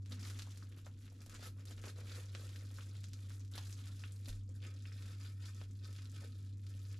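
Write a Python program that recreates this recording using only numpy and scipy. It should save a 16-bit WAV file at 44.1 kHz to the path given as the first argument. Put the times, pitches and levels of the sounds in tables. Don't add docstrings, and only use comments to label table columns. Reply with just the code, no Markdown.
import sys
import numpy as np
from scipy import signal
from scipy.fft import rfft, irfft, next_fast_len
from scipy.io import wavfile
from scipy.ndimage import uniform_filter1d

SR = 44100
rng = np.random.default_rng(int(sys.argv[2]) if len(sys.argv) > 2 else 0)


def bounce(signal):
    frames = np.transpose(np.atleast_2d(signal))
    limited = np.clip(frames, -1, 1)
    pcm = np.round(limited * 32767).astype(np.int16)
    wavfile.write(sys.argv[1], SR, pcm)


N = 308259
SPOTS = 4


def film(level_db, body_db):
    # time in seconds, tension from 0 to 1.
    tension = [(0, 0.37), (1.9, 0.39), (2.8, 0.58), (3.6, 0.38), (4.8, 0.73), (6.9, 0.7)]
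    # time in seconds, gain in dB.
    fizz = [(0, -11), (.8, -4), (1.15, -8), (1.34, -17), (1.46, 3), (1.7, -8), (2.2, -11), (2.55, -8),
            (2.95, -13), (3.3, -11), (3.58, -2), (4.1, -19), (4.7, -13), (5.5, -9), (5.8, -10), (6.35, -18),
            (6.9, -5)]
    # frequency in Hz, gain in dB.
    crinkle_eq = [(1200, -15), (2300, -10.5), (3400, -0.5), (5000, -1.5), (5900, -1.5), (7600, 0),
                  (8200, -4.5), (10800, -3), (13500, -15), (15000, -49.5)]
    rustle_eq = [(400, -9), (700, -6.5), (900, -12.5), (1150, -7), (1400, -3.5), (1750, -5.5), (2400, -6.5),
                 (3600, -13)]
    # frequency in Hz, width in Hz, gain in dB.
    taut_modes = [(1006, 59, -11), (1300, 42, 1.5), (1517, 82, -2), (1808, 68, -0.5), (2080, 310, -9.5),
                  (2470, 340, -4), (3340, 90, -4), (3580, 100, -1.5), (4520, 98, -1), (4650, 130, -1),
                  (5120, 310, 0.5)]
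    usual_pull_db, creases_follow = -67, 0.55
    taut = in_time(tension)
    busy = from_db(creases_follow * (level_db - usual_pull_db))
    creases = swarm(500 * busy, spread_db=2, clump_db=5, low_hz=2000, high_hz=14300, cycles=3.6)
    facets = swarm(45 * busy, spread_db=2, clump_db=3, low_hz=2080, high_hz=7930, cycles=9.5, count=27)
    fine = creases + from_db(4) * facets
    broad = swarm(600 * busy, spread_db=2.5, clump_db=4, low_hz=765, high_hz=3200, cycles=4.7)
    top = coloured(fine, [(6000, -30), (9500, 0)])
    crinkle = evened(coloured(fine + from_db(in_time(fizz)) * top, crinkle_eq))
    slack = rms_one(coloured(broad, rustle_eq))
    drum = sum((-1) ** k * from_db(db) * resonance(broad + fine, hz, width)
               for k, (hz, width, db) in enumerate(taut_modes))
    stretched = rms_one(wavering(drum, share=0.01596, rate_hz=7))
    body = evened((1 - taut) * slack + taut * stretched)
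    return from_db(level_db - 0.95 * taut) * crinkle + from_db(body_db + 0.5 * taut) * body


def swarm(per_s, spread_db, clump_db, low_hz, high_hz, cycles, count=18):
    chance = per_s * from_db(clump_db * drift(rate_hz=130)) / SR
    born = np.flatnonzero(rng.random(N) < chance)
    sizes = from_db(spread_db * np.minimum(rng.exponential(1, N)[born], 4))
    sizes *= rng.choice([-1, 1], N)[born]
    pitch_index = rng.integers(0, count, N)[born]
    out = np.zeros((SPOTS, N))
    for k, hz in enumerate(np.geomspace(low_hz, high_hz, count)):
        clicks = np.bincount(born, sizes * (pitch_index == k), N)
        out[k % SPOTS] += np.sqrt(hz) * buckle(clicks, hz, cycles)
    return out


def buckle(clicks, hz, cycles):
    return np.diff(ring(clicks, hz, cycles / hz), prepend=0) / (2 * np.sin(np.pi * hz / SR))


def big_snaps():
    # start in seconds, peak at the film in dB, pitch in Hz, cycles of ringing.
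    big_creases = [(0.0602, -45.5, 3700, 2), (0.1219, -37, 3920, 7.5), (0.2503, -40.5, 4200, 7),
                   (0.2996, -42, 5600, 2.5), (0.39, -37, 4230, 1.3), (0.3947, -34.5, 3680, 3.9),
                   (0.4213, -36, 4400, 3.7), (0.5085, -44.5, 6250, 4.6), (0.5195, -46, 5470, 4),
                   (0.5744, -43, 6700, 2.2), (0.6248, -51.5, 1300, 7), (0.6285, -49, 4700, 9.2),
                   (0.7243, -51.5, 2680, 3.5), (0.8663, -46, 1550, 1.8), (1.079, -49.5, 2000, 1.3),
                   (1.2186, -44.5, 5200, 1.2), (1.2625, -43, 6260, 1), (1.2966, -42, 5600, 1.6),
                   (1.3097, -61, 6400, 3), (1.3495, -41, 3100, 1.6), (1.428, -41, 3650, 3),
                   (1.466, -46, 6500, 2.3), (1.4788, -47, 5600, 0.76), (1.6106, -57, 2700, 1.5),
                   (1.6547, -42.5, 7200, 1.9), (1.78, -46.5, 2900, 2.2), (1.8393, -40, 2240, 2.2),
                   (2.0068, -47, 4700, 1.3), (2.3501, -33.5, 2570, 1.6), (2.4477, -56, 3570, 4),
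                   (2.4922, -43, 3680, 2.5), (2.5604, -40, 3100, 2.5), (2.714, -49, 7100, 2.5),
                   (2.7423, -47.5, 6500, 1.3), (2.7859, -45.5, 1340, 4.5), (2.953, -47.5, 3200, 3),
                   (3.0412, -39.5, 3700, 3), (3.0418, -44.5, 6500, 9.3), (3.0857, -48, 5700, 1.8),
                   (3.1339, -39, 5000, 3.5), (3.2965, -44, 4020, 0.75), (3.3048, -50, 1350, 1.9),
                   (3.449, -50.5, 4600, 2.4), (3.479, -54.5, 5530, 3.4), (3.519, -57, 4000, 4.3),
                   (3.5538, -41.5, 3880, 11), (3.5792, -37.5, 3700, 9), (3.6572, -48, 4000, 1.9),
                   (3.707, -43, 7200, 2.7), (3.7273, -38.5, 5700, 5.7), (3.7377, -50, 5500, 4),
                   (4.0372, -45, 1620, 4), (4.0385, -42, 2700, 12), (4.1218, -44, 8400, 9),
                   (4.1624, -50, 5850, 1.4), (4.258, -42, 4300, 7.2), (4.2858, -38, 6040, 0.75),
                   (4.6272, -47, 3200, 6), (4.65, -43.5, 2570, 7.7), (4.824, -52, 5000, 5.3),
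                   (4.855, -46, 2550, 8.7), (4.9197, -51, 2000, 7.4), (5.024, -44, 3600, 2.6),
                   (5.057, -52, 2380, 3), (5.254, -56.5, 1410, 9.4), (5.4574, -42, 4460, 6.6),
                   (5.547, -46.5, 6500, 5.6), (5.711, -51, 6700, 6.3), (5.6145, -44, 2470, 2.3),
                   (5.6376, -50, 4250, 3.3), (5.846, -44.5, 4850, 10), (5.8527, -49, 3800, 10),
                   (5.9286, -46, 4600, 1.8), (5.9633, -43.5, 4100, 3.5), (5.9874, -45.5, 2800, 3.4),
                   (6.0205, -48, 4360, 4.4), (6.0555, -46, 4080, 7.3), (6.1173, -47, 7300, 3.4),
                   (6.1625, -52, 6300, 4), (6.667, -46, 3580, 2.1), (6.8525, -51, 4430, 8.1),
                   (6.915, -49, 4870, 6.7), (6.944, -49, 2500, 4)]
    return snaps(big_creases)


def lesser_snaps(level_db, count=30, above_db=18.5, centre_hz=4600, cycles=2.3):
    return snaps([(when * N / SR, level_db[int(when * N)] + above_db,
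                   centre_hz * 2 ** (2 * pitch - 1), cycles)
                  for when, pitch in rng.random((count, 2))])


def snaps(rows, size=2048):
    # frequency in Hz, gain in dB.
    snap_eq = [(300, 3.5), (900, 0.5), (1400, 6.5), (2000, 1.5), (3700, -1), (7600, -2.5), (8200, -5.5),
               (12000, -5.5), (15000, -19)]
    out, click = np.zeros((SPOTS, N + size)), signal.unit_impulse(size)
    for k, (s, peak_db, hz, cycles) in enumerate(rows):
        softened = lowpass(buckle(click, hz, cycles), min(3.15 * hz, SR / 3))
        pulse = coloured(softened, snap_eq)
        at = int(s * SR)
        out[k % SPOTS, at:at + size] += from_db(peak_db) * pulse / np.abs(pulse).max()
    return out[:, :N]


def hands():
    # time in seconds, crinkle level in dB.
    handling = [(0, -82.5), (.055, -83.5), (.1, -73), (.3, -68), (.66, -76), (.93, -82.5), (1.3, -74.5),
                (1.52, -100), (2.25, -70), (2.85, -71), (3.1, -75), (3.4, -72), (3.46, -86), (3.51, -81),
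                (3.7, -73.5), (4.2, -75.5), (4.33, -69.5), (4.44, -82.5), (4.48, -84.5), (4.72, -72),
                (5.36, -83), (5.6, -78.5), (5.7, -80), (5.78, -76), (6.3, -75), (6.6, -79), (6.7, -72.5),
                (6.99, -73.5)]
    # start, attack, length and release in seconds,
    # crinkle level in dB, then body and rub in dB relative to it.
    tugs = [(0.109, 0.023, 0.018, 0.17, -64, -3.5, -6), (0.202, 0.17, 0.1, .13, -62.5, -3.5, -7.5),
            (0.344, 0.071, 0.065, 0.16, -65, -3.5, -5.5), (0.435, .08, 0.14, 0.13, -70, -4, -7),
            (0.714, 0.037, 0.013, .09, -77, 0, 5), (0.766, .05, 0.02, 0.085, -70, -3, -3),
            (0.862, 0.05, 0.006, 0.037, -65.5, -3, -1), (0.989, 0.097, 0.075, 0.12, -74, -5, -10),
            (1.206, 0.088, .013, .14, -69.5, -3, -6), (1.34, 0.18, 0.013, 0.09, -61.5, -1.5, -4.5),
            (1.428, 0.14, 0.04, 0.058, -59.5, -3, -8), (1.579, 0.083, 0.025, 0.18, -75.5, 2, 1),
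            (1.67, 0.075, 0.051, 0.088, -65.5, -5, -4), (1.777, 0.083, 0.089, .17, -69.5, -3, -2),
            (1.849, 0.027, 0.045, 0.06, -63, -2, -4.5), (1.968, 0.069, 0.035, 0.32, -68.5, 0, 2.5),
            (2.092, 0.24, 0.073, 0.46, -64, -2.5, -5.5), (2.365, .04, 0.08, 0.32, -65, -4.5, -4),
            (2.5, .08, 0.14, .17, -69, -3.5, -5), (2.745, 0.026, 0.082, 0.16, -67, -4, -10),
            (3.304, 0.044, 0.1, 0.13, -69, -9.5, -9), (3.519, .035, 0.019, 0.045, -66, -7, -7),
            (3.549, .03, 0.033, 0.13, -60.5, -4, -8), (3.615, .08, 0.076, 0.45, -64.5, -8, -20),
            (3.774, 0.11, 0.027, 0.11, -65, -6, -18), (3.851, 0.12, 0.021, 0.18, -66, -4, -12),
            (3.919, .08, 0.15, 0.14, -69, -6.5, -15), (4.275, 0.017, 0.014, 0.1, -59.5, -7, -9.5),
            (4.491, 0.045, 0.008, 0.07, -74, -4, 1.5), (4.549, .04, 0.011, 0.16, -74, -3, -7),
            (4.627, 0.065, 0.017, 0.39, -66.5, 0.5, -0.5), (4.847, 0.056, 0.033, 0.14, -70.5, 2.5, -3),
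            (4.923, .08, 0.19, 0.44, -69, -1.5, -6), (5.201, 0.045, 0.065, 0.23, -67.5, -1.5, -6.5),
            (5.435, 0.17, 0.055, 0.16, -66.5, 0, -8.5), (5.545, 0.059, 0.087, 0.15, -70.5, -2.5, -7),
            (5.833, 0.12, 0.027, 0.28, -69, 0, -2.5), (5.9, .08, 0.14, 0.1, -72, -1.5, -7),
            (6.15, 0.084, 0.086, 0.16, -66.5, -1.5, -9), (6.222, .08, 0.018, .1, -67, -3, 2),
            (6.896, .08, 0.041, .17, -70, -3.5, -11)]
    levels = in_time(handling) + [[0], [-5.5], [-6]]
    for start, attack, length, release, level_db, body_db, rub_db in tugs:
        tug_db = level_db + stroke(start, length, attack, release)
        levels = np.maximum(levels, tug_db + [[0], [body_db], [rub_db]])
    return levels + drift(rate_hz=22.254)


def stroke(start, length, attack=0.055, release=0.24):
    times = [start - attack, start, start + length, start + length + release]
    return np.interp(np.arange(N) / SR, times, [-40, -1.5, 0, -40], left=-np.inf, right=-np.inf)


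def fingers(level_db):
    # frequency in Hz, gain in dB.
    parcel_tone = [(150, -8), (300, 2), (400, 0.5), (510, 2.5), (620, -6.5), (800, -17.5), (1400, -31)]
    slips = swarm(350, spread_db=5, clump_db=1, low_hz=212, high_hz=1220, cycles=4.4, count=12)
    return from_db(level_db) * evened(coloured(slips, parcel_tone))


def pats(mode_ratio=2.9, size=4096):
    # start in seconds, strength in dB, pitch of the lower mode in Hz.
    landings = [(0.4725, -48.5, 900), (0.866, -49, 580), (1.122, -56, 570), (1.264, -54, 534),
                (1.395, -50, 470), (1.426, -50, 580), (1.71, -49.5, 490), (1.8415, -43, 337),
                (1.872, -44, 387), (1.988, -49, 444), (2.185, -48.5, 366), (2.35, -44.5, 457),
                (2.414, -56, 480), (2.625, -59, 460), (2.71, -55, 440), (2.786, -54, 480),
                (3.042, -66, 530), (3.579, -39.5, 870), (3.683, -59, 480), (4.279, -53, 473),
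                (5.615, -47.5, 476), (5.892, -57, 395), (6.223, -56, 440), (6.232, -51, 514)]
    out, click = np.zeros((SPOTS, N + size)), signal.unit_impulse(size)
    for k, (s, db, hz) in enumerate(landings):
        knock = buckle(click, hz, cycles=4.3) + buckle(click, hz * mode_ratio, cycles=2.1)
        at = int(s * SR)
        out[k % SPOTS, at:at + size] += from_db(db) * lowpass(knock, hz=1300)
    return out[:, :N]


def slide():
    # start in seconds, length in seconds, level in dB.
    shoves = [(0.07, 0.16, -63.5), (1.825, 0.022, -67.5), (4.275, 0.022, -69)]
    board_hz = [200, 248]
    push = sum(from_db(db + stroke(start, length)) for start, length, db in shoves)
    judder = rng.standard_normal((SPOTS, N))
    board = sum(resonance(judder, hz, width_hz=7.1) for hz in board_hz)
    return push * evened(lowpass(board, hz=400), size=4096)


def kitchen(spots):
    heard = 0
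    for x, pan_db in zip(spots, np.linspace(-0.37, 0.37, SPOTS)):
        near = reflections(level_db=-2.5, delay_s=0.00039, t60=0.015)
        furniture = reflections(level_db=-1, delay_s=0.0029, t60=0.037)
        room = reflections(level_db=-5, delay_s=0.008, t60=0.21)
        response = near + furniture + room
        response[:, 0] += from_db([pan_db, -pan_db])
        heard = heard + signal.oaconvolve(x[None], uncoloured(response), axes=1)[:, :N]
    return heard


def reflections(level_db, delay_s, t60, size=16384):
    t = np.arange(size) / SR
    echoes = diffuse(size) * from_db(-60 * t / t60) * (t > delay_s)
    return from_db(level_db) * rms_one(echoes) / np.sqrt(size)


def diffuse(size):
    # frequency in Hz, left-right likeness from 0 to 1.
    likeness = [(25, 0.99), (60, 1), (150, 1), (300, 0.99), (600, 0.79), (1200, 0.34), (2500, 0.57),
                (4500, 0.72), (9000, 0.66), (11500, .03)]
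    alike = at_hz(likeness, size)
    mid, side = rfft(rng.standard_normal((2, size)))
    return irfft(np.sqrt((1 + alike) / 2) * mid + np.sqrt((1 - alike) / 2) * side * [[1], [-1]], size)


def microphones(x):
    # frequency in Hz, left minus right in dB.
    balance = [(300, 1.5), (900, -2.5), (1300, 0), (2000, 1), (3500, -0.7), (6000, 0.5), (9000, 1),
               (11000, 1), (12500, 7.5), (15000, 2)]
    size = next_fast_len(2 * (N // 2) + 4096)
    half_db = at_hz(balance, size) / 2
    return irfft(rfft(x, size) * from_db([half_db, -half_db]), size)[:, :N]


def table():
    # start in seconds, level in dB, pitch in Hz, seconds to fall 60 dB.
    nudges = [(1.27, -57, 32.2, 1), (4.296, -41.5, 36.2, 0.59)]
    return sum(from_db(db) * ring(signal.unit_impulse(N, int(s * SR)), hz, t60)
               for s, db, hz, t60 in nudges)


def appliance(hum_hz=97.96):
    # time in seconds, RMS level in dB.
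    hum = [(0, -46.5), (.3, -46), (1.03, -54), (1.35, -54), (1.56, -49.5), (1.81, -49), (2.1, -47.5),
           (3.4, -47), (6.4, -47), (6.99, -45.5)]
    # frequency in Hz, RMS level in dB.
    weak_tones = [(87.1, -70), (106.5, -75.5), (263.8, -76), (473, -86.5)]
    t = np.arange(N) / SR
    drone = from_db(in_time(hum)) * np.sin(2 * np.pi * hum_hz * t + 0.16 * drift(rate_hz=13))
    for hz, db in weak_tones:
        unsteady_t = t + 0.0022 * drift(rate_hz=3)
        drone += from_db(db) * np.sin(2 * np.pi * hz * unsteady_t + rng.uniform(0, 2 * np.pi))
    return np.sqrt(2) * drone


def room_air(level_db):
    # frequency in Hz, relative level in dB.
    air_tone = [(20, -8), (36, 4), (65, -3.5), (97, 5.5), (135, -1.5), (175, -8.5), (215, -4), (275, -3),
                (330, -12), (480, -24.5), (750, -50), (1000, -31.5), (1500, -44.5), (6000, -38),
                (14000, -50.5)]
    return from_db(level_db) * rms_one(coloured(diffuse(N), air_tone))


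def from_db(db):
    return 10 ** (np.asarray(db) / 20)


def rms_one(x):
    return x / np.sqrt(np.mean(x ** 2) + 1e-20)


def in_time(rows):
    return np.interp(np.arange(N) / SR, *np.transpose(rows))


def at_hz(points, size):
    hz, value = np.transpose(points)
    return np.interp(np.log(np.arange(size // 2 + 1) * SR / size + 1), np.log(hz), value)


def coloured(x, spectrum, size=4096):
    cepstrum = irfft(np.log(from_db(at_hz(spectrum, size))))
    cepstrum[1:size // 2] *= 2
    cepstrum[size // 2 + 1:] = 0
    response = irfft(np.exp(rfft(cepstrum)))
    return np.apply_along_axis(signal.oaconvolve, -1, x, response)[..., :x.shape[-1]]


def uncoloured(response, size=64):
    power = uniform_filter1d(np.abs(rfft(response.mean(axis=0))) ** 2, size)
    hz = np.linspace(1, SR / 2, len(power))
    return coloured(response, np.transpose([hz, -10 * np.log10(power / power.mean())]))


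def lowpass(x, hz):
    return signal.lfilter(*signal.butter(2, hz, fs=SR), x)


def resonance(x, hz, width_hz):
    return signal.lfilter(*signal.iirpeak(hz, hz / width_hz, fs=SR), x)


def ring(clicks, hz, t60):
    r, w = from_db(-60 / (t60 * SR)), 2 * np.pi * hz / SR
    return signal.lfilter([0, np.sin(w)], [1, -2 * r * np.cos(w), r * r], clicks + 1e-18)


def drift(rate_hz):
    knots = rng.standard_normal(N // 20)
    return rms_one(np.interp(np.arange(N) / SR * rate_hz, np.arange(len(knots)), knots))


def wavering(x, share, rate_hz):
    n, sway = np.arange(N), drift(rate_hz)
    read_at = n + share * sway / np.std(np.diff(sway))
    return np.array([np.interp(read_at, n, row) for row in x])


def evened(x, size=1536):
    power = uniform_filter1d(uniform_filter1d(np.sum(x ** 2, axis=0), size), size // 2)
    return x / np.sqrt(np.abs(power) + np.mean(power) / 1000)


def scene():
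    crinkle_db, body_db, rub_db = hands()
    rustle = film(crinkle_db, body_db) + fingers(rub_db) + slide()
    wrapping = rustle + big_snaps() + lesser_snaps(crinkle_db) + pats()
    return microphones(kitchen(wrapping)) + table() + appliance() + room_air(level_db=-60.5)


def record(dry, cutoff_hz=15400):
    return signal.sosfilt(signal.ellip(10, 0.2, 80, cutoff_hz, fs=SR, output="sos"), dry)


dry = scene()
out = record(dry)
bounce(out)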